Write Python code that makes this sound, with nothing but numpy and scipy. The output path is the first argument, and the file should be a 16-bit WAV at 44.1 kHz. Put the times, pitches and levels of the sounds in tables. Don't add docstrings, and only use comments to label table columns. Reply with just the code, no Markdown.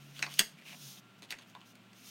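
import sys
import numpy as np
from scipy import signal
from scipy.fft import rfft, irfft, next_fast_len
from scipy.io import wavfile
from scipy.ndimage import uniform_filter1d

SR = 44100
rng = np.random.default_rng(int(sys.argv[2]) if len(sys.argv) > 2 else 0)


def int16_out(signal):
    q = np.round(np.clip(np.atleast_2d(signal).T, -1, 1) * 32767)
    wavfile.write(sys.argv[1], SR, q.astype(np.int16))


N = 92610
PAD = next_fast_len(N + SR // 4)
HZ = np.maximum(np.arange(PAD // 2 + 1) * SR / PAD, 1)
T = np.arange(N) / SR


def from_db(db):
    return 10 ** (np.asarray(db) / 20)


def rms_one(x):
    return x / np.sqrt(np.mean(x ** 2) + 1e-20)


def colour(points):
    hz, db = np.transpose(points)
    return from_db(np.interp(np.log(HZ), np.log(hz), db))


def filtered(x, response):
    return irfft(rfft(x, PAD) * response, PAD)[:N]


def delay(time_s):
    return np.exp(-2j * np.pi * HZ * time_s)


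def bandpass(hz, width_hz):
    return 1 / (1 + 1j * (HZ ** 2 - hz ** 2) / (HZ * width_hz))


def resonance(hz, width_hz, boost_db):
    return 1 + (from_db(boost_db) - 1) * bandpass(hz, width_hz)


def drift(knots_per_s):
    knots = rng.standard_normal(400)
    return rms_one(np.interp(T * knots_per_s, np.arange(len(knots)), knots))


# (time [s], pitch [Hz], level [dB])
ENGINE_TRACK = [(0, 140.3, -57.5), (.25, 143.8, -56), (.40, 146.3, -58), (.48, 150.5, -72.5),
                (.54, 147, -60), (.60, 148.2, -74), (.74, 152.2, -63.5), (.80, 148.8, -63.5),
                (.87, 137.4, -54), (.95, 131.3, -70), (1.06, 119.6, -70), (1.3, 110.8, -72.5),
                (2.1, 117.4, -70)]


def engine():
    time_s, pitch_hz, level_db = np.transpose(ENGINE_TRACK)
    phase = 2 * np.pi * np.cumsum(np.interp(T, time_s, pitch_hz)) / SR
    wavering_db = np.interp(T, time_s, level_db) + 0.61 * drift(25.05)
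    return np.sqrt(2) * from_db(wavering_db) * np.sin(phase)


# (pitch [Hz], level [dB])
APPLIANCE_TONES = [(188.4, -70.5), (240, -75.5), (1372, -77)]


def hums():
    total = np.zeros(N)
    for pitch_hz, level_db in APPLIANCE_TONES:
        gain = from_db(level_db + 2.8 * drift(9.14))
        total += gain * np.sin(2 * np.pi * pitch_hz * T + 0.62 * drift(14))
    return np.sqrt(2) * total


FLOOR_RMS_DB, LOW_CUT_HZ = -61, 88
# (frequency [Hz], relative level [dB per Hz])
FLOOR_COLOUR = [(60, -33), (100, -21.5), (140, -11), (200, -5), (300, -11), (480, -20.5), (640, -18),
                (900, -21), (1400, -19), (1900, -22.5), (2750, -18.5), (3800, -24.5), (5000, -31),
                (8000, -35.5), (11000, -41), (16000, -39)]


def room_noise():
    low_cut = 1 / np.sqrt(1 + (LOW_CUT_HZ / HZ) ** 12)
    noise = filtered(rng.standard_normal(N), colour(FLOOR_COLOUR) * low_cut)
    return from_db(FLOOR_RMS_DB) * rms_one(noise)


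STROKE_FADE = 0.36


def friction(strokes, spectrum, grains_per_s, size_db, flutter_db):
    power = np.zeros(N)
    for start_s, length_s, level_db in strokes:
        inside = np.minimum(T - start_s, start_s + length_s - T) / (length_s * STROKE_FADE)
        swell = np.sin(np.pi / 2 * np.clip(inside, 0, 1))
        power += (from_db(level_db) * swell) ** 2
    hits = (rng.random(N) < grains_per_s / SR) * rng.choice([-1, 1], N)
    sizes = from_db(size_db * np.minimum(rng.exponential(1, N), 4))
    rubbing = rms_one(filtered(hits * sizes, spectrum))
    return np.sqrt(power) * rubbing * from_db(flutter_db * drift(90))


RUB_LOW_HZ = 250


def thin():
    return 1 / (1 + (RUB_LOW_HZ / HZ) ** 4)


SLIDE_GRAINS_PER_S = 12000
# (start [s], length [s], level [dB])
SLIDE_STROKES = [(-.05, 0.25, -66), (.12, 0.19, -57.5), (.28, 0.17, -53), (.52, 0.22, -79),
                 (.63, .2, -57.5), (.77, 0.21, -51.5), (.945, 0.065, -58.5), (1.18, 0.022, -68),
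                 (1.46, 0.071, -68.5), (1.645, 0.091, -64.5), (1.935, 0.16, -62), (2.03, 0.17, -53)]
# (frequency [Hz], relative level [dB per Hz])
SLIDE_SHAPE = [(300, -28), (700, -21.5), (2100, -15), (2500, -11.5), (3600, -4.5), (4600, -8), (5600, -4),
               (6800, -6), (7650, -17), (8500, -10), (11100, -15), (13500, -10.5), (16000, -15)]


def slides():
    spectrum = colour(SLIDE_SHAPE) * thin()
    return friction(SLIDE_STROKES, spectrum, SLIDE_GRAINS_PER_S, size_db=1.5, flutter_db=0.36)


DRAG_GRAINS_PER_S, DRAG_RING_WIDTH_HZ, DRAG_RING_DB = 1600, 750, 11.5
# (start [s], length [s], level [dB], ring pitch [Hz])
EDGE_DRAGS = [(-.05, 0.27, -65, 2800), (0.142, 0.085, -53.5, 3100), (0.236, 0.036, -53, 3820),
              (0.274, 0.089, -52, 3270), (0.365, 0.066, -46.5, 2980), (0.564, 0.088, -59.5, 2260),
              (.65, 0.07, -51.5, 2600), (0.672, 0.066, -54, 2560), (0.715, 0.044, -52.5, 2520),
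              (0.963, 0.029, -59.5, 3535), (1.223, 0.043, -60, 3610), (1.283, 0.043, -57, 3160),
              (1.405, 0.035, -58.5, 3210), (1.939, 0.17, -66.5, 2674)]
# (frequency [Hz], relative level [dB per Hz])
EDGE_SHAPE = [(150, -30), (400, -17), (650, -8), (1100, -13), (1900, -7.5), (2600, -6.5), (3600, -10),
              (5000, -12.5), (7600, -18), (9000, -16.5), (16000, -25)]


def drags():
    edge = colour(EDGE_SHAPE) * thin()
    total = np.zeros(N)
    for start_s, length_s, level_db, ring_hz in EDGE_DRAGS:
        spectrum = edge * resonance(ring_hz, DRAG_RING_WIDTH_HZ, DRAG_RING_DB)
        stroke = [(start_s, length_s, level_db)]
        total += friction(stroke, spectrum, DRAG_GRAINS_PER_S, size_db=2.5, flutter_db=0.36)
    return total


def causal(gain):
    cepstrum = irfft(np.log(gain), PAD)
    return np.exp(rfft(np.r_[cepstrum[0], 2 * cepstrum[1:PAD // 2]], PAD))


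BUILD_UP_S = .0025


def tail(t60_s):
    decay = from_db(-60 * T / t60_s) * (1 - np.exp(-T / BUILD_UP_S))
    spectrum = rfft(rng.standard_normal(N) * decay, PAD)
    smooth_power = uniform_filter1d(np.abs(spectrum) ** 2, size=700)
    return spectrum * causal(smooth_power ** -.5)


SCATTER_DB, SCATTER_T60_S, ROOM_DB, ROOM_T60_S, ROOM_DULL_HZ = -6, 0.079, -10, 0.25, 8000
# (delay [s], level [dB])
REFLECTIONS = [(.0030, -10), (.0170, -18)]
# (frequency [Hz], gain [dB])
DIFFUSE_COLOUR = [(200, 11.5), (900, 7), (1800, 3), (3300, -4), (4500, 0.5), (6200, 2), (14000, 0.5)]


def room(x):
    echoes = sum(from_db(level_db) * delay(delay_s) for delay_s, level_db in REFLECTIONS)
    diffuse = from_db(SCATTER_DB) * tail(SCATTER_T60_S) + from_db(ROOM_DB) * tail(ROOM_T60_S)
    reflected = echoes + diffuse * colour(DIFFUSE_COLOUR)
    dulling = 1 / (1 + 1j * HZ / ROOM_DULL_HZ)
    return filtered(x, 1 + reflected * dulling)


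THUMP_S, THUMP_DB, THUMP_HZ, THUMP_WIDTH_HZ = .393, 2, 205, 140


def thump():
    ring = bandpass(THUMP_HZ, THUMP_WIDTH_HZ) ** 2
    return from_db(THUMP_DB) * irfft(ring * delay(THUMP_S), PAD)[:N]


HIGH_RING_WIDTH_HZ = 330
# (time [s], level [dB], low ring [Hz], low ring width [Hz], low boost [dB], high ring [Hz], high boost
# [dB])
CARD_TAPS = [(0.2258, -21, 2480, 440, 30, 4000, 28), (0.2257, -23.5, 1480, 400, 16.5, 5400, 32),
             (0.3924, -14, 3310, 300, 24, 8270, 27), (.7280, -26.5, 640, 400, 12, 2450, 9),
             (1.2217, -30, 800, 350, 11, 4200, 8), (1.3060, -29, 2150, 400, 20.5, 5560, 34.5),
             (1.3236, -25, 2020, 330, 28, 4000, 6), (1.5501, -26, 1000, 150, 23, 3570, 13),
             (1.5514, -31, 339.4, 150, 16, 1190, 14), (1.6144, -29.5, 1150, 301, 10, 3000, 11)]
# (frequency [Hz], gain [dB])
KNOCK_COLOUR = [(100, -12), (230, 0), (400, 1), (700, 3.5), (1000, 3), (1600, -4.5), (2500, 1.5),
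                (3600, -4), (4500, -10), (15000, -9.5)]


def taps():
    total = 0
    for time_s, level_db, low_hz, low_width_hz, low_db, high_hz, high_db in CARD_TAPS:
        low_ring = resonance(low_hz, low_width_hz, low_db)
        high_ring = resonance(high_hz, HIGH_RING_WIDTH_HZ, high_db)
        rings = low_ring + high_ring - 1
        total = total + from_db(level_db) * rings * delay(time_s)
    return total * colour(KNOCK_COLOUR)


CRACKLE_RISE_S, CRACKLE_FALL_S, CRACKLE_GRAINS_PER_S = 0.0014, 0.0014, 7000


def contact(time_s, crackle_db):
    rise_fall = np.minimum((T - time_s) / CRACKLE_RISE_S, (time_s - T) / CRACKLE_FALL_S)
    swell = np.exp(rise_fall.clip(-60, 0))
    hits = rng.random(N) < CRACKLE_GRAINS_PER_S / SR
    crackle = rng.standard_normal(N) * hits * swell
    unit_crackle = crackle / np.sqrt(np.sum(crackle ** 2))
    return delay(time_s) + from_db(crackle_db) * rfft(unit_crackle, PAD)


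BASS_HZ, TREBLE_HZ = 1200, 4700
# (time [s], level [dB], bass [dB],
# treble slope [dB per octave], crackle relative to impulse [dB])
CARD_SNAPS = [(0.1842, -28, 1, -5, -2), (.1924, -17, 6.5, -2.5, 1), (0.2257, -4.5, -4.5, -7.5, -1),
              (0.2359, -15, 1.5, -20, -6), (0.2648, -15.5, 1, -22, 3.5), (0.34, -23, -24, 3, 4.5),
              (0.389, -8, -23, -8, -2), (0.3924, 4, -13.5, 2, -3), (0.393, 2, -10.5, 4, -5),
              (0.3956, -4, -1, 3, 1), (0.3999, -13.5, 9, -3, 0), (0.4024, -13, 0, 2, 4.5),
              (1.222, -27.5, 11, 0, -4), (1.2294, -29.5, 12, -1.5, 2), (1.2380, -32, 12, -1, -4),
              (1.3061, -15.5, 2, 0, 0), (1.3092, -27, 5, 0, 3), (1.314, -20.5, 11.5, 1, -0.5),
              (1.3185, -27, 11.5, -1, 3), (1.3228, -20.5, 5, -0.5, 3), (1.3869, -30, 7, -5.5, 5),
              (1.3940, -34, -1, -3, 0), (1.4990, -39.5, -5, -1, 5), (1.6070, -39, 3, -8, 3),
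              (1.754, -41, 6, 2, 8), (1.932, -37, 1, -1.5, 4)]


def snaps():
    bass = 1 / (1 + (HZ / BASS_HZ) ** 4)
    octaves = np.log2(1 + (HZ / TREBLE_HZ) ** 6) / 6
    total = 0
    for time_s, level_db, bass_db, slope_db, crackle_db in CARD_SNAPS:
        tilt = from_db(level_db + bass_db * bass + slope_db * octaves)
        total = total + tilt * contact(time_s, crackle_db)
    return total


SPREAD_S = 0.001106
# (pitch [Hz], width [Hz], boost [dB])
MODES = [(677, 170, 3), (1630, 180, 6), (1995, 144, 4.5), (2530, 220, 5.5), (2840, 140, 5), (3360, 530, 6),
         (4110, 150, 6.5), (4550, 330, 7), (6470, 350, 8.5), (8360, 770, 8)]
# (frequency [Hz], gain [dB])
BODY_COLOUR = [(40, -24.5), (100, -24), (200, -12.5), (400, -13), (1000, -6), (1700, -3.5), (2600, -3.5),
               (3700, -2), (5200, -5), (6800, -8), (7600, -11), (8400, -10.5), (9400, -12.5), (11000, -9),
               (16000, -14)]


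def card():
    bending = np.exp(-4j * np.pi * SPREAD_S * np.sqrt(3000 * HZ))
    modes = np.prod([resonance(*mode) for mode in MODES], axis=0)
    body = colour(BODY_COLOUR) * modes
    return irfft((snaps() + taps()) * body * bending, PAD)[:N]


def scene():
    background = engine() + hums() + room_noise()
    rubbing = slides() + drags()
    return (background + rubbing + room(card() + thump()))[None]


CUTOFF_HZ = 16000


def record(dry):
    low_pass = signal.ellip(10, .2, 70, CUTOFF_HZ, fs=SR, output="sos")
    return signal.sosfilt(low_pass, dry)


dry = scene()
out = record(dry)
int16_out(out)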